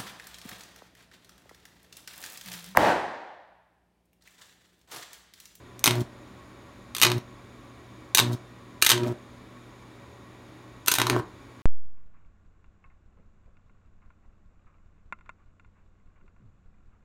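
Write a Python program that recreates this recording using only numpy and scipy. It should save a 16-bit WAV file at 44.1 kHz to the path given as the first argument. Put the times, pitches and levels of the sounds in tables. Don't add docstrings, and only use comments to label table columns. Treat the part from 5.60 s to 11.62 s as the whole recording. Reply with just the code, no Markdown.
import sys
import numpy as np
from scipy import signal
from scipy.fft import rfft, irfft, next_fast_len
from scipy.io import wavfile
from scipy.ndimage import map_coordinates

SR = 44100
rng = np.random.default_rng(int(sys.argv[2]) if len(sys.argv) > 2 else 0)


def pcm_store(signal):
    levels = np.round(np.clip(np.atleast_2d(signal), -1, 1) * 32767)
    wavfile.write(sys.argv[1], SR, levels.astype(np.int16).T)


N = 265482
MAINS_HZ = 60


def amp(db):
    return 10 ** (np.asarray(db) / 20)


def unit(x):
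    return x / np.sqrt(np.mean(x ** 2) + 1e-20)


def along(points, hz):
    freqs, values = np.transpose(points)
    return np.interp(np.log(hz + 1), np.log(freqs + 1), values)


def clock():
    return np.arange(N) / SR


def wobble(rate):
    return map_coordinates(rng.standard_normal(int(N * rate / SR) + 4), [clock() * rate])


def filtered(x, response):
    size = next_fast_len(N + SR // 2)
    return irfft(rfft(x, size) * response(np.fft.rfftfreq(size, 1 / SR)), size)[:N]


def pulse(spectrum, size=2048):
    log_gain = np.log(amp(along(spectrum, np.fft.rfftfreq(size, 1 / SR))))
    cepstrum = irfft(log_gain)
    cepstrum[1:size // 2] *= 2
    cepstrum[size // 2 + 1:] = 0
    shape = irfft(np.exp(rfft(cepstrum)))
    return shape / np.linalg.norm(shape)


# (frequency [Hz], relative level [dB])
AIR_SPECTRUM = [(20, -105), (40, -81), (90, -77), (155, -85), (230, -83.5), (390, -81), (500, -87),
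                (1000, -89.5), (1300, -90.5), (2200, -95.5), (2700, -99), (4800, -104), (7500, -112),
                (16000, -119.5)]
# (pitch [Hz], width [Hz], relative level [dB])
AIR_RESONANCES = [(194, 12, -64), (245, 14, -64), (274, 12, -64), (312, 12, -63), (560, 22, -67),
                  (996, 25, -68), (1098, 35, -65), (1165, 30, -70), (1900, 100, -71), (2300, 250, -70),
                  (3650, 600, -71), (6680, 200, -77), (7130, 180, -80), (9300, 900, -82), (11170, 250, -85)]
# (pitch [Hz], relative level [dB])
IDLE_TONES = [(120, -56.5), (240, -65), (360, -66), (600, -74), (1394, -76), (6638, -84)]


def background():
    air = np.sqrt(SR / 2) * filtered(rng.standard_normal(N), lambda hz: amp(along(AIR_SPECTRUM, hz)))
    drone, tones = np.zeros(N), np.zeros(N)
    for centre, width, db in AIR_RESONANCES:
        band = filtered(rng.standard_normal(N), lambda hz: 1 / (1 + (2 * (hz - centre) / width) ** 2))
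        drone += amp(db) * unit(band)
    for hz, db in IDLE_TONES:
        strength = np.sqrt(2) * amp(db + 0.89 * wobble(2))
        tones += strength * np.sin(2 * np.pi * hz * clock() + rng.uniform(0, 2 * np.pi))
    return amp(1.33 + .4 * wobble(4.8)) * air + amp(1.66) * drone + amp(1.46) * tones


# (delay [s], level [dB])
NEAR_ECHOES = [(.0016, -17), (.0028, -24.5), (.0045, -14), (.0064, -23.5), (.0078, -16)]


def near_echoes(x):
    return sum(amp(db) * np.pad(x, (round(delay * SR), 0))[:N] for delay, db in NEAR_ECHOES)


# (frequency [Hz], time to fade by 60 dB [s])
ROOM_FADE = [(150, 0.12), (600, 0.33), (1500, 0.27), (4000, 0.21), (9000, 0.17), (16000, 0.077)]


def room(x, wet_db, build_s=.0016):
    out = np.zeros(N)
    midpoints = [round((arc[1] + following[0]) / 2 * SR) for arc, following in zip(ARCS, ARCS[1:])]
    for start, end in zip([0] + midpoints, midpoints + [N]):
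        hz, t, noise = signal.stft(rng.standard_normal(SR // 2), SR, nperseg=256)
        fade = amp(-60 * t / along(ROOM_FADE, hz)[:, None])
        _, tail = signal.istft(noise * fade, SR, nperseg=256)
        tail *= 1 - np.exp(-np.arange(len(tail)) / SR / build_s)
        echo = signal.fftconvolve(x[start:end], tail / np.linalg.norm(tail))[:N - start]
        out[start:start + len(echo)] += echo
    return amp(wet_db) * out


def harmonics(partials, waver_db):
    phase = 2 * np.pi * MAINS_HZ * clock()
    return sum(amp(db + waver_db * wobble(35)) * np.sin(round(k) * phase) for k, db in partials)


def current(lit, broken, rise_s, fall_s):
    t = clock()
    return np.clip((t - lit) / rise_s, 0, 1) * np.exp(-np.maximum(t - broken, 0) / fall_s)


# (lights [s], breaks [s], arc hum [dB], transformer core [dB], time to full current [s],
# flame [dB], flare [dB], growl compared with flutter [dB], fizz [dB])
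ARCS = [(0.261, 0.421, -24.5, -36, 0.027, -38.5, 1, -14, -51.5),
        (1.434, 1.583, -27, -33, 0.026, -42, -0.5, -8.5, -54),
        (2.576, 2.749, -25.5, -34, 0.02, -42.5, 2, -8.5, -51),
        (3.313, 3.526, -27.5, -31, 0.028, -42, 6, -11, -54),
        (5.382, 5.602, -31.5, -29.5, .13, -39.5, 14, 2, -50)]
# (multiple of the mains, relative level [dB])
ARC_TONES = [(2, 0), (3, -19.5), (4, -7.5), (5, -13.5)]
CORE_TONES = [(6, 7.5), (8, -14), (10, -13), (16, -12)]


def hum(core_change_db=-5.5, stretch_db=2.5):
    arc, core = harmonics(ARC_TONES, waver_db=2.06), harmonics(CORE_TONES, waver_db=2.5)
    out = np.zeros(N)
    for lit, broken, hum_db, core_db, build_s, *_ in ARCS:
        stretch = np.clip((clock() - lit) / (broken - lit), 0, 1)
        arc_gain = amp(hum_db + stretch_db * (stretch - 1))
        core_gain = amp(core_db + core_change_db * stretch)
        out += current(lit, broken, rise_s=.018, fall_s=.0064) * arc_gain * arc
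        out += current(lit, broken, rise_s=build_s, fall_s=.0074) ** 2 * core_gain * core
    return out


def relights(spectrum, rate, lag_s, roughness, puff_s, scatter_db):
    times = np.arange(lag_s, (N - 1) / SR, 1 / rate)
    sizes = amp(scatter_db * rng.standard_normal(len(times)))
    pops = np.bincount((times * SR).astype(int), sizes, N)
    fades = signal.lfilter([1], [1, -np.exp(-1 / (puff_s * SR))], pops)
    puffs = fades * rng.standard_normal(N)
    train = roughness * unit(puffs) - unit(pops)
    return unit(signal.fftconvolve(train, pulse(spectrum))[:N])


def unrest(lit, broken, flare_db, ignition_db=10, settle_s=.045, flare_lead_s=.06, flare_width_s=.052):
    t = clock()
    settling = np.exp(-np.maximum(t - lit, 0) / settle_s)
    flaring = np.exp(-((t - broken + flare_lead_s) / flare_width_s) ** 2)
    return ignition_db * settling + flare_db * flaring


# (frequency [Hz], relative level [dB])
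FLUTTER_SPECTRUM = [(40, -30), (130, 4.5), (250, 5), (350, 3), (500, -10), (610, 0), (760, -5.5),
                    (1000, -9.5), (1500, -12.5), (2200, -17.5), (3500, -25.5), (6000, -35), (16000, -45)]
GROWL_SPECTRUM = [(40, -13.5), (110, 0), (190, -3.5), (260, 0.5), (370, 4), (520, -11), (650, -8.5),
                  (800, -13.5), (1020, -4), (1200, -9.5), (1450, -10.5), (2100, -27.5), (4000, -32.5),
                  (12000, -52.5)]
FIZZ_SPECTRUM = [(1500, -22), (3500, 8), (7000, 2.5), (10000, -1.5), (13000, -0.5), (15500, -3),
                 (17500, -28)]


def flame():
    flutter = relights(FLUTTER_SPECTRUM, 2 * MAINS_HZ, .0058, roughness=1.8, puff_s=.0035, scatter_db=2)
    growl = relights(GROWL_SPECTRUM, MAINS_HZ, .0141, roughness=.32, puff_s=.001, scatter_db=4)
    fizz = relights(FIZZ_SPECTRUM, 2 * MAINS_HZ, .0058, roughness=9, puff_s=.0078, scatter_db=5)
    out = np.zeros(N)
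    for lit, broken, *_, flame_db, flare_db, growl_db, fizz_db in ARCS:
        strength = amp(flame_db + unrest(lit, broken, flare_db))
        roar = (flutter + amp(growl_db) * growl) / np.hypot(1, amp(growl_db))
        out += current(lit, broken, rise_s=.017, fall_s=.0023) * (strength * roar + amp(fizz_db) * fizz)
    return out


def spark_burst(length_s, spacing_s=.0006, scatter_db=2, sizzle=.33, sizzle_s=.002, size=1024):
    t = np.arange(size) / SR
    count = 1 + round(length_s / spacing_s)
    jitter = rng.uniform(-.5, .5, 20)[:count]
    sizes = amp(scatter_db * rng.standard_normal(20)[:count])
    times = np.abs(np.linspace(0, length_s, count) + (count > 1) * spacing_s * jitter)
    snaps = np.bincount((times * SR).astype(int), sizes, size)[:size]
    glow = np.minimum(t / (length_s + 1 / SR), 1) * np.exp(-np.maximum(t - length_s, 0) / sizzle_s)
    return unit(snaps) + sizzle * unit(glow * rng.standard_normal(size))


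def sputter(start_s=1.349, first_db=-29.5, fade_db=1, length_s=.0025, count=4):
    return [(start_s + k / MAINS_HZ, first_db - k * fade_db, length_s) for k in range(count)]


# (edge [dB], crack [dB], thump [dB])
TOUCH_COLOURS = [(0.5, -1, 0.5), (-1, .5, -1), (1.5, 0, -1.5), (-1, 2.4, 0.5), (1.4, -0.2, 5)]


def gap_state(time_s, heat_s=.012):
    lit_times = np.array([arc[0] for arc in ARCS])
    nearest = np.argmin(np.abs(lit_times - time_s))
    heat = (1 + np.tanh((time_s - lit_times[nearest]) / heat_s)) / 2
    return heat, TOUCH_COLOURS[nearest]


# (frequency [Hz], relative level [dB])
EDGE_SPECTRUM = [(1500, -37.5), (3500, -16), (4900, -9), (6300, 2.5), (7300, -5), (8300, 1), (9300, 1.5),
                 (10500, -6.5), (12000, 3), (15500, -8.5), (17500, -35)]
CRACK_SPECTRUM = [(300, -35.5), (1200, -10), (1900, -6), (2450, 1), (3000, -3), (3800, 2.5), (4800, -6.5),
                  (7000, -15), (16000, -42.5)]
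THUMP_SPECTRUM = [(40, -23.5), (120, -6.5), (250, -4), (360, 9), (520, -8.5), (750, -3.5), (950, 6),
                  (1250, -1.5), (1900, -7.5), (3500, -23), (9000, -56.5)]
# (cold gap [dB], hot gap [dB], change for a thin snap [dB], growth with burst level [dB per dB])
SPARK_MIX = [(-2, -8.5, 0.5, 1), (-3.5, -1, -5, 1), (-13.5, -4, -11.5, 0.88)]
# (time [s], level before the mix [dB], length [s])
SPARK_BURSTS = [(0.1937, -42.5, 0), (0.2407, -14.5, .0016), (0.259, -15.5, 0.00058), (.267, -17.5, 0.0002),
                (0.2763, -15, 0.0012), (0.2934, -42, 0.0019), (0.3092, -25, 0), (0.354, -39, .002),
                (1.4158, -16.5, 0.0018), (1.423, -14, 0.0024), (1.4316, -10.5, 0.0051),
                (1.4485, -16.5, 0.0054), (1.4672, -21, 0), (1.5007, -31.5, 0.0018), (1.5177, -26, 0),
                (2.5481, -14.5, 0.0032), (2.573, -17.5, 0.002), (2.582, -15, 0.0026), (2.589, -16.5, 0.004),
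                (2.5993, -16, 0.00059), (3.2176, -35, 0.00028), (3.223, -12.5, 0.0036), (3.2487, -20.5, 0),
                (3.264, -14, 0.005), (3.2923, -14.5, 0.000059), (3.2983, -15, 0.0044),
                (3.3068, -13.5, 0.000022), (3.3164, -16, .0025), (3.322, -24, 0.0027),
                (3.3318, -30, 0.0015), (3.378, -36.5, .001), (3.4335, -43, 0.0025), (5.262, -36, 0),
                (5.2732, -29.5, 0.0043), (5.2816, -15, 0.0028), (5.315, -18.5, 0.0058),
                (5.3397, -21, 0.0012), (5.3524, -26.5, 0.0024), (5.3565, -28, 0.007),
                (5.3848, -21.5, 0.0017), (5.399, -24.5, 0.0036), (5.417, -20.5, 0.00028),
                (5.4681, -26, 0.0017), (5.4986, -21.5, 0.00093)]


def sparks(typical_db=-20.5, thin_s=.0005):
    out = np.zeros(N)
    clicks = [pulse(EDGE_SPECTRUM), -pulse(CRACK_SPECTRUM), pulse(THUMP_SPECTRUM)]
    span = .005 * SR
    for time_s, db, length_s in SPARK_BURSTS + sputter():
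        burst, start = spark_burst(length_s), round(time_s * SR)
        heat, touch = gap_state(time_s)
        thin = (1 - heat) * np.exp(-length_s / thin_s)
        for click, touch_db, (cold_db, hot_db, thin_db, growth) in zip(clicks, touch, SPARK_MIX):
            level_db = typical_db + growth * (db - typical_db)
            mix_db = touch_db + (1 - heat) * cold_db + heat * hot_db + thin * thin_db
            snap = signal.fftconvolve(burst, click)
            snap *= np.sqrt(span) / np.linalg.norm(snap)
            out[start:start + len(snap)] += amp(level_db + mix_db) * snap
    return out


def scene():
    crackle, buzz = sparks() + flame(), hum()
    crackle_in_room = crackle + near_echoes(crackle) + room(crackle, wet_db=-8.5)
    buzz_in_room = buzz + room(buzz, wet_db=-21)
    return (crackle_in_room + buzz_in_room + background())[None]


def record(dry):
    ceiling, top_hz = .92, 16200
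    rounded = dry[0] / (1 + (dry[0] / ceiling) ** 4) ** (1 / 4)
    return filtered(rounded, lambda hz: 1 / np.sqrt(1 + (hz / top_hz) ** 160))[None]


dry = scene()
out = record(dry)
pcm_store(out)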